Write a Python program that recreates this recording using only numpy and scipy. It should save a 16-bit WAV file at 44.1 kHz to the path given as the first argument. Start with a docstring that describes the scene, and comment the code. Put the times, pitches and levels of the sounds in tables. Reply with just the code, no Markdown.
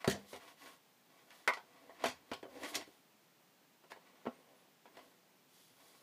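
"""In a small, quiet room a hand fiddles with small plastic things beside a phone lying on a carpet.
First a clack, then a dull bump that reaches the phone through the floor and leaves a hollow ring.
Sleeve and shirt rustle; from 1.3 s the plastic clicks, clatters and is dragged a little way.
After a lull come sparser knocks from 3.8 s, with a very faint, thin whistle among them.
At the end cloth and skin brush softly as the hands reach for the phone."""
import sys
import numpy as np
from scipy import signal
from scipy.fft import rfft
from scipy.io import wavfile
from scipy.ndimage import uniform_filter1d

SR = 44100
rng = np.random.default_rng(int(sys.argv[2]) if len(sys.argv) > 2 else 0)


def wav_out(sig):
    """Save sig, one row per channel (or a flat mono array), as 16-bit PCM at SR to the path in sys.argv[1]."""
    wavfile.write(sys.argv[1], SR, np.round(np.clip(np.atleast_2d(sig).T, -1, 1) * 32767).astype(np.int16))


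N = 265482


def gain_of(db):
    """Decibels to amplitude."""
    return 10 ** (np.asarray(db) / 20)


def unit_rms(x):
    """Normalises to rms 1."""
    return x / np.sqrt(np.mean(x ** 2) + 1e-20)


def curve_at(points, hz):
    """Reads a curve on a log-frequency axis."""
    f, value = np.transpose(points)
    return np.interp(np.log(hz + 1), np.log(f + 1), value)


def bell(hz, centre, width):
    """Shape of one resonance, 1 at its centre."""
    return 1 / (1 + (2 * (hz - centre) / width) ** 2)


def add(mix, start_s, sound):
    """Drops a sound into the mix."""
    part = mix[max(round(start_s * SR), 0):][:len(sound)]
    part += sound[:len(part)]


def eq(x, db_at, size=16384):
    """Minimum-phase EQ with the gain db_at(Hz): peaks ring after the blow, never before."""
    log_gain = np.log(gain_of(db_at(abs(np.fft.fftfreq(size, 1 / SR)))))
    response = np.exp(np.conj(signal.hilbert(log_gain)))
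    taps = np.fft.ifft(response).real[:size // 2]
    return signal.fftconvolve(x, taps)[:len(x)]


def wander(rate_hz):
    """Random modulator of rms 1."""
    count = int(N / SR * rate_hz) + 2
    targets = rng.standard_normal(N)[:count]
    return unit_rms(np.interp(np.arange(N) / SR * rate_hz, np.arange(count), targets))


# Tone of the background bed: (frequency [Hz], relative density [dB])
HUSH_EQ = [(20, -48), (40, -39), (65, -26), (90, -22), (125, -9), (175, -2), (290, -4.5), (460, -6.5),
           (850, -8), (1300, -11.5), (3000, -13.5), (6500, -18.5), (10900, -23), (15300, -17)]

def room_tone(level_db=-68.5):
    """A faint, steady bed of quiet room and microphone hiss."""
    hush = eq(rng.standard_normal(N), lambda hz: curve_at(HUSH_EQ, hz))
    return gain_of(level_db) * unit_rms(hush)


# Short reverb of the small room: (frequency [Hz], time to fall 60 dB [s])
ROOM_DECAY = [(100, 0.37), (260, 0.11), (700, 0.19), (1800, 0.18), (4800, 0.19), (14000, 0.12)]

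def room_tail(size=16384, build_s=0.0011):
    """Dense reflections of energy 1, each band dying at its own speed."""
    hz, t, bands = signal.stft(rng.standard_normal(size), SR, nperseg=256)
    decay = gain_of(-60 * t / curve_at(ROOM_DECAY, hz)[:, None])
    tail = signal.istft(bands * decay, SR, nperseg=256)[1][:size]
    tail *= 1 - np.exp(-np.arange(size) / SR / build_s)
    return tail / np.linalg.norm(tail)


# Broad tone shared by all contact sounds: (frequency [Hz], gain [dB])
CONTACT_EQ = [(30, -29), (58, -28), (76, -5), (150, -7), (300, -3.5), (600, -2), (1000, -4.5), (1400, -4),
              (2300, -2), (3600, 0), (7000, 1.5), (11000, -4), (15500, -11.5)]
# Resonances and hollows of plastic and phone: (frequency [Hz], width [Hz], gain [dB])
BODY_MODES = [(82, 10, 0), (180, 33, -5.5), (204, 19, 2), (253.7, 44, 6.5), (311, 20, -3), (356, 22, -0.5),
              (389, 37, 7.5), (444, 6, 3), (507.5, 34, 6), (668, 30, 7), (716, 25, 5.5), (820, 19, 3),
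              (896, 53, 2), (1003, 58, 6), (1091.5, 22, 8.5), (1194, 41, 0), (1387, 26, 2), (1513, 30, 3),
              (1610, 55, -2), (1920, 49, 5.5), (2110, 65, 1), (2710, 98, -1), (3070, 31, 6.5),
              (3270, 46, 2), (3730, 170, -1.5), (4620, 960, 2), (5600, 36, 5), (6440, 188, 1),
              (7640, 93, -4)]

def body_db(hz):
    """The resonating plastic and phone colour every rub and knock."""
    return curve_at(CONTACT_EQ, hz) + sum(db * bell(hz, f, width) for f, width, db in BODY_MODES)


def pressure(strokes, swell_share=0.45, fade_share=0.66):
    """Each stroke swells and lets go at its own level; overlapping strokes add in power."""
    power = np.zeros(N)
    for start_s, length_s, db in strokes:
        progress = np.arange(0, length_s, 1 / SR) / length_s
        ramp = np.clip(np.minimum(progress / swell_share, (1 - progress) / fade_share), 0, 1)
        add(power, start_s, (gain_of(db) * np.sin(np.pi / 2 * ramp)) ** 2)
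    return np.sqrt(power)


def friction(tone, strokes, slips_per_s, spread_db, waver_db, wet_db):
    """Many tiny slips of uneven size under a stroke whose pressure wavers."""
    sizes = rng.standard_normal(N) * gain_of(spread_db * np.minimum(rng.exponential(1, N), 4))
    slipping = rng.random(N) < slips_per_s / SR
    slips = sizes * slipping * gain_of(waver_db * wander(60))
    reverb = gain_of(wet_db) * signal.fftconvolve(slips, room_tail())[:N]
    texture = eq(slips + reverb, lambda hz: curve_at(tone, hz) + body_db(hz))
    return pressure(strokes) * unit_rms(texture)


# Dark drag, papery rustle and airy fizz: (frequency [Hz], relative density [dB])
DRAG_EQ = [(40, -17), (80, -5.5), (180, -12), (290, -0.5), (520, 0), (800, -2.5), (1300, -17), (2000, -13),
           (4000, -36)]
RUSTLE_EQ = [(200, -34), (700, 2), (1100, 5.5), (1550, 0.5), (2100, 3.5), (2700, -3), (3800, -6),
             (6000, -17), (15000, -19.5)]
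FIZZ_EQ = [(1000, -41), (3500, -1), (5500, -7.5), (8000, -5.5), (12000, -1), (15500, 2.5)]
# Moves of hand and sleeve: (time [s], length [s], drag level [dB], rustle level [dB], fizz level [dB])
HAND_MOVES = [(0, 0.049, -64, -58.5, -71), (.1, 0.23, -64, -72, -71), (0.254, 0.15, -76, -65, -60),
              (0.384, 0.19, -63.5, -59, -67), (0.563, 0.23, -65, -58, -63.5), (1.068, 0.34, -72, -70, -76),
              (1.28, 0.21, -75.5, -64.5, -68.5), (1.544, 0.85, -67.5, -67, -80),
              (1.979, 0.14, -56.5, -51.5, -83), (2.252, 0.19, -66.5, -68, -75),
              (2.469, 0.29, -53.5, -62, -67.5), (2.594, 0.1, -48, -50, -60),
              (2.656, 0.095, -77, -51, -54.5), (2.694, 0.16, -50, -53, -74), (2.793, 0.25, -73, -72.5, -73),
              (3.826, 0.74, -73.5, -71, -91), (3.899, 0.035, -64, -56, -64), (4.247, 0.53, -69, -73.5, -89),
              (4.87, 0.35, -69.5, -71.5, -75), (5.464, 0.32, -88, -77, -67.5),
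              (5.693, 0.45, -72, -70.5, -67.5)]

def rubbing():
    """Plastic drags over the carpet, cloth rustles as it folds, and skin fizzes across the fibres."""
    start_s, length_s, *levels_db = np.transpose(HAND_MOVES)
    drags, folds, brushes = (zip(start_s, length_s, db) for db in levels_db)
    drag = friction(DRAG_EQ, drags, slips_per_s=1300, spread_db=0.5, waver_db=2.0, wet_db=-0.5)
    rustle = friction(RUSTLE_EQ, folds, slips_per_s=3000, spread_db=5.0, waver_db=4.0, wet_db=4.5)
    fizz = friction(FIZZ_EQ, brushes, slips_per_s=7000, spread_db=3.0, waver_db=0.5, wet_db=1.0)
    return drag + rustle + fizz


def impact(tail_db, attack_s, crack_s=0.0078):
    """A crack of a few milliseconds and its room tail, flattened to equal energy in all bands."""
    tail = room_tail()
    t = np.arange(len(tail)) / SR
    crack = rng.standard_normal(len(t)) * np.exp(-t / crack_s)
    attack = 1 - np.exp(-t / attack_s)
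    blow = (crack / np.linalg.norm(crack) + gain_of(tail_db) * tail) * attack
    band_db = 10 * np.log10(uniform_filter1d(abs(rfft(blow)) ** 2, size=45) + 1e-9)
    return eq(blow, lambda hz: -np.interp(hz, np.fft.rfftfreq(len(t), 1 / SR), band_db))


def case_ripple(depth_db=4.0, spacing_hz=170):
    """Each spot on a hollow case favours some of its upper modes: (frequency [Hz], gain [dB])."""
    hz = np.arange(1000, SR / 2, spacing_hz)
    lift_db = depth_db * rng.standard_normal(1024)[:len(hz)]
    return np.transpose([hz, lift_db * (hz > hz[0])])


def strike(cues, tone, ring_db, pivot_hz=1000, top_hz=7000, ring_q=4.4):
    """Knocks on the plastic: weight lifts the bass, hardness the treble, and each has its own ring."""
    hits = np.zeros(N)
    tone_hz, tone_db = np.transpose(tone)
    octaves = np.log2(np.minimum(tone_hz, top_hz) / pivot_hz)
    for start_s, db, weight, hardness, tail_db, ring_hz in cues:
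        tilt_db = abs(octaves) * np.where(octaves < 0, weight, hardness)
        tilted = np.transpose([tone_hz, tone_db + tilt_db])
        ripple = case_ripple()
        dullness_db = curve_at(tilted, 400) - curve_at(tilted, top_hz)
        attack_s = np.interp(dullness_db, [25, 45], [0.00031, 0.00083])  # duller hits start more softly
        hit = eq(impact(tail_db, attack_s),
                 lambda hz: curve_at(tilted, hz) + curve_at(ripple, hz)
                 + ring_db * bell(hz, ring_hz, ring_hz / ring_q))
        add(hits, start_s, gain_of(db) * hit)
    return eq(hits, body_db)


# Mid-forward tone of a clack: (frequency [Hz], gain [dB])
CLACK_EQ = [(50, -16), (120, -15.5), (400, -4), (1000, 0), (2400, -7.5), (7000, -29.5)]
# Clacks: (time [s], level before EQ [dB], weight [dB/oct], hardness [dB/oct], tail [dB], ring [Hz])
CLACK_CUES = [(.044, 3.5, -4.5, 0, -5, 660), (.33, -6.5, 4.5, 1.5, 7, 536),
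              (1.476, 12.5, -3, 1.35, -10, 2100), (1.488, 8, -2.5, -4, -2, 1240),
              (1.571, -6.5, -1, -0.5, -3, 900), (1.894, -12, 0.2, -5.5, -2, 686),
              (2.039, 10, 0.5, 1, 0, 690), (2.315, 0.5, 4.5, 0.1, -5, 277), (3.838, -20.5, 1, 0, -2, 380),
              (3.918, -9.5, 1, 1, -4.5, 910), (4.262, -3, -1.5, -5.5, -5.5, 1240),
              (4.855, -18, 3.5, -1.5, 1, 940), (4.969, -14.5, 2, 1.5, -7, 700),
              (4.99, -16, 1.5, -0.5, 0, 696)]

def clacks():
    """Plastic is set down or struck on plastic."""
    return strike(CLACK_CUES, CLACK_EQ, ring_db=7.0)


# Bass-heavy tone of a bump: (frequency [Hz], gain [dB])
BUMP_EQ = [(50, -1.5), (120, 7.5), (400, 10.5), (1000, -2.5), (2400, -11), (7000, -30.5)]
# Bumps: (time [s], level before EQ [dB], weight [dB/oct], hardness [dB/oct], tail [dB], ring [Hz])
BUMP_CUES = [(.076, 5.5, 2, 5, -4, 145), (.14, -10, -0.5, -1, 4, 653), (2.428, -8.5, -3.5, -0.5, -9, 294),
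             (2.452, -14.5, -3.5, -3, -8, 544), (2.561, -24, -2.5, 4, 2, 547), (2.873, -27, 1, 4, -7, 320),
             (3.961, -17.5, -6, -3, -4, 940), (4.254, -9, -3, -3, -11, 202),
             (4.269, 1.5, -3, -6.5, -19.5, 235), (5.705, -41, 5, 3, -4, 172)]

def bumps():
    """Padded blows reach the phone through the floor."""
    return strike(BUMP_CUES, BUMP_EQ, ring_db=10.0)


def hollow_ring(hz=200, level_db=-36, t60_s=0.37):
    """One low mode outlasts the first and heaviest bump, which struck it."""
    age_s = np.maximum(np.arange(N) / SR - BUMP_CUES[0][0], 0)
    return gain_of(level_db - 60 * age_s / t60_s) * np.sin(2 * np.pi * hz * age_s)


# Bright tone of a tick: (frequency [Hz], gain [dB])
TICK_EQ = [(50, -14), (120, -16), (400, -7), (1000, -6.5), (2400, -2.5), (7000, -13.5)]
# Ticks: (time [s], level before EQ [dB], weight [dB/oct], hardness [dB/oct], tail [dB], ring [Hz])
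TICK_CUES = [(.097, -5.5, 6, 2.5, 1, 1770), (.111, -8.5, 2, 2.5, -2.5, 1910),
             (.361, -16, 3.5, -0.5, -8, 820), (1.305, -17.5, -9, -3.5, -17, 2730),
             (1.535, -10.5, -8, -0.5, -3, 4550), (2.057, 6.5, 3.5, -3, -1.5, 265),
             (2.083, -2.5, -3.5, -2.1, 11, 4460), (2.333, -5.5, 1, -2.8, -4.5, 4580),
             (2.632, -9, 2.5, -1, 6, 1900), (2.743, 1, -5, -1.5, 11, 398), (2.753, -4.5, 1.5, 2, -13, 5730),
             (2.757, -10.5, 6, 3.5, -3.5, 830), (2.809, -15.5, 0, -1, 2, 2000)]

def ticks():
    """The plastic rebounds and clatters lightly."""
    return strike(TICK_CUES, TICK_EQ, ring_db=8.5)


# Glide and fades of the whistle: (time [s], pitch [Hz], level [dB])
WHISTLE_GLIDE = [(4.3, 8000, -100), (4.37, 8900, -81), (4.43, 10300, -83), (4.47, 10300, -100),
                 (4.56, 10440, -81), (4.62, 10100, -83), (4.68, 9500, -100)]

def whistle(waver=0.016, flutter_db=4.5):
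    """A very faint, thin, unsteady tone glides up and sinks again."""
    times, hz, db = np.transpose(WHISTLE_GLIDE)
    t = np.arange(N) / SR
    pitch_hz = np.interp(t, times, hz) * (1 + waver * wander(400))
    level = gain_of(np.interp(t, times, db) + flutter_db * wander(70))
    gate = (t > times[0]) & (t < times[-1])
    return gate * level * np.sin(2 * np.pi * np.cumsum(pitch_hz) / SR)


def scene():
    """Knocks, rubbing, whistle and room tone meet at one microphone."""
    knocks = clacks() + ticks() + bumps() + hollow_ring()
    return (knocks + rubbing() + whistle() + room_tone())[None]


def record(dry, cutoff_hz=15450):
    """The phone's steep high cut."""
    low_pass = signal.firwin(511, cutoff_hz, window=("kaiser", 9), fs=SR)
    return signal.oaconvolve(dry, low_pass[None], "same")


dry = scene()
out = record(dry)
wav_out(out)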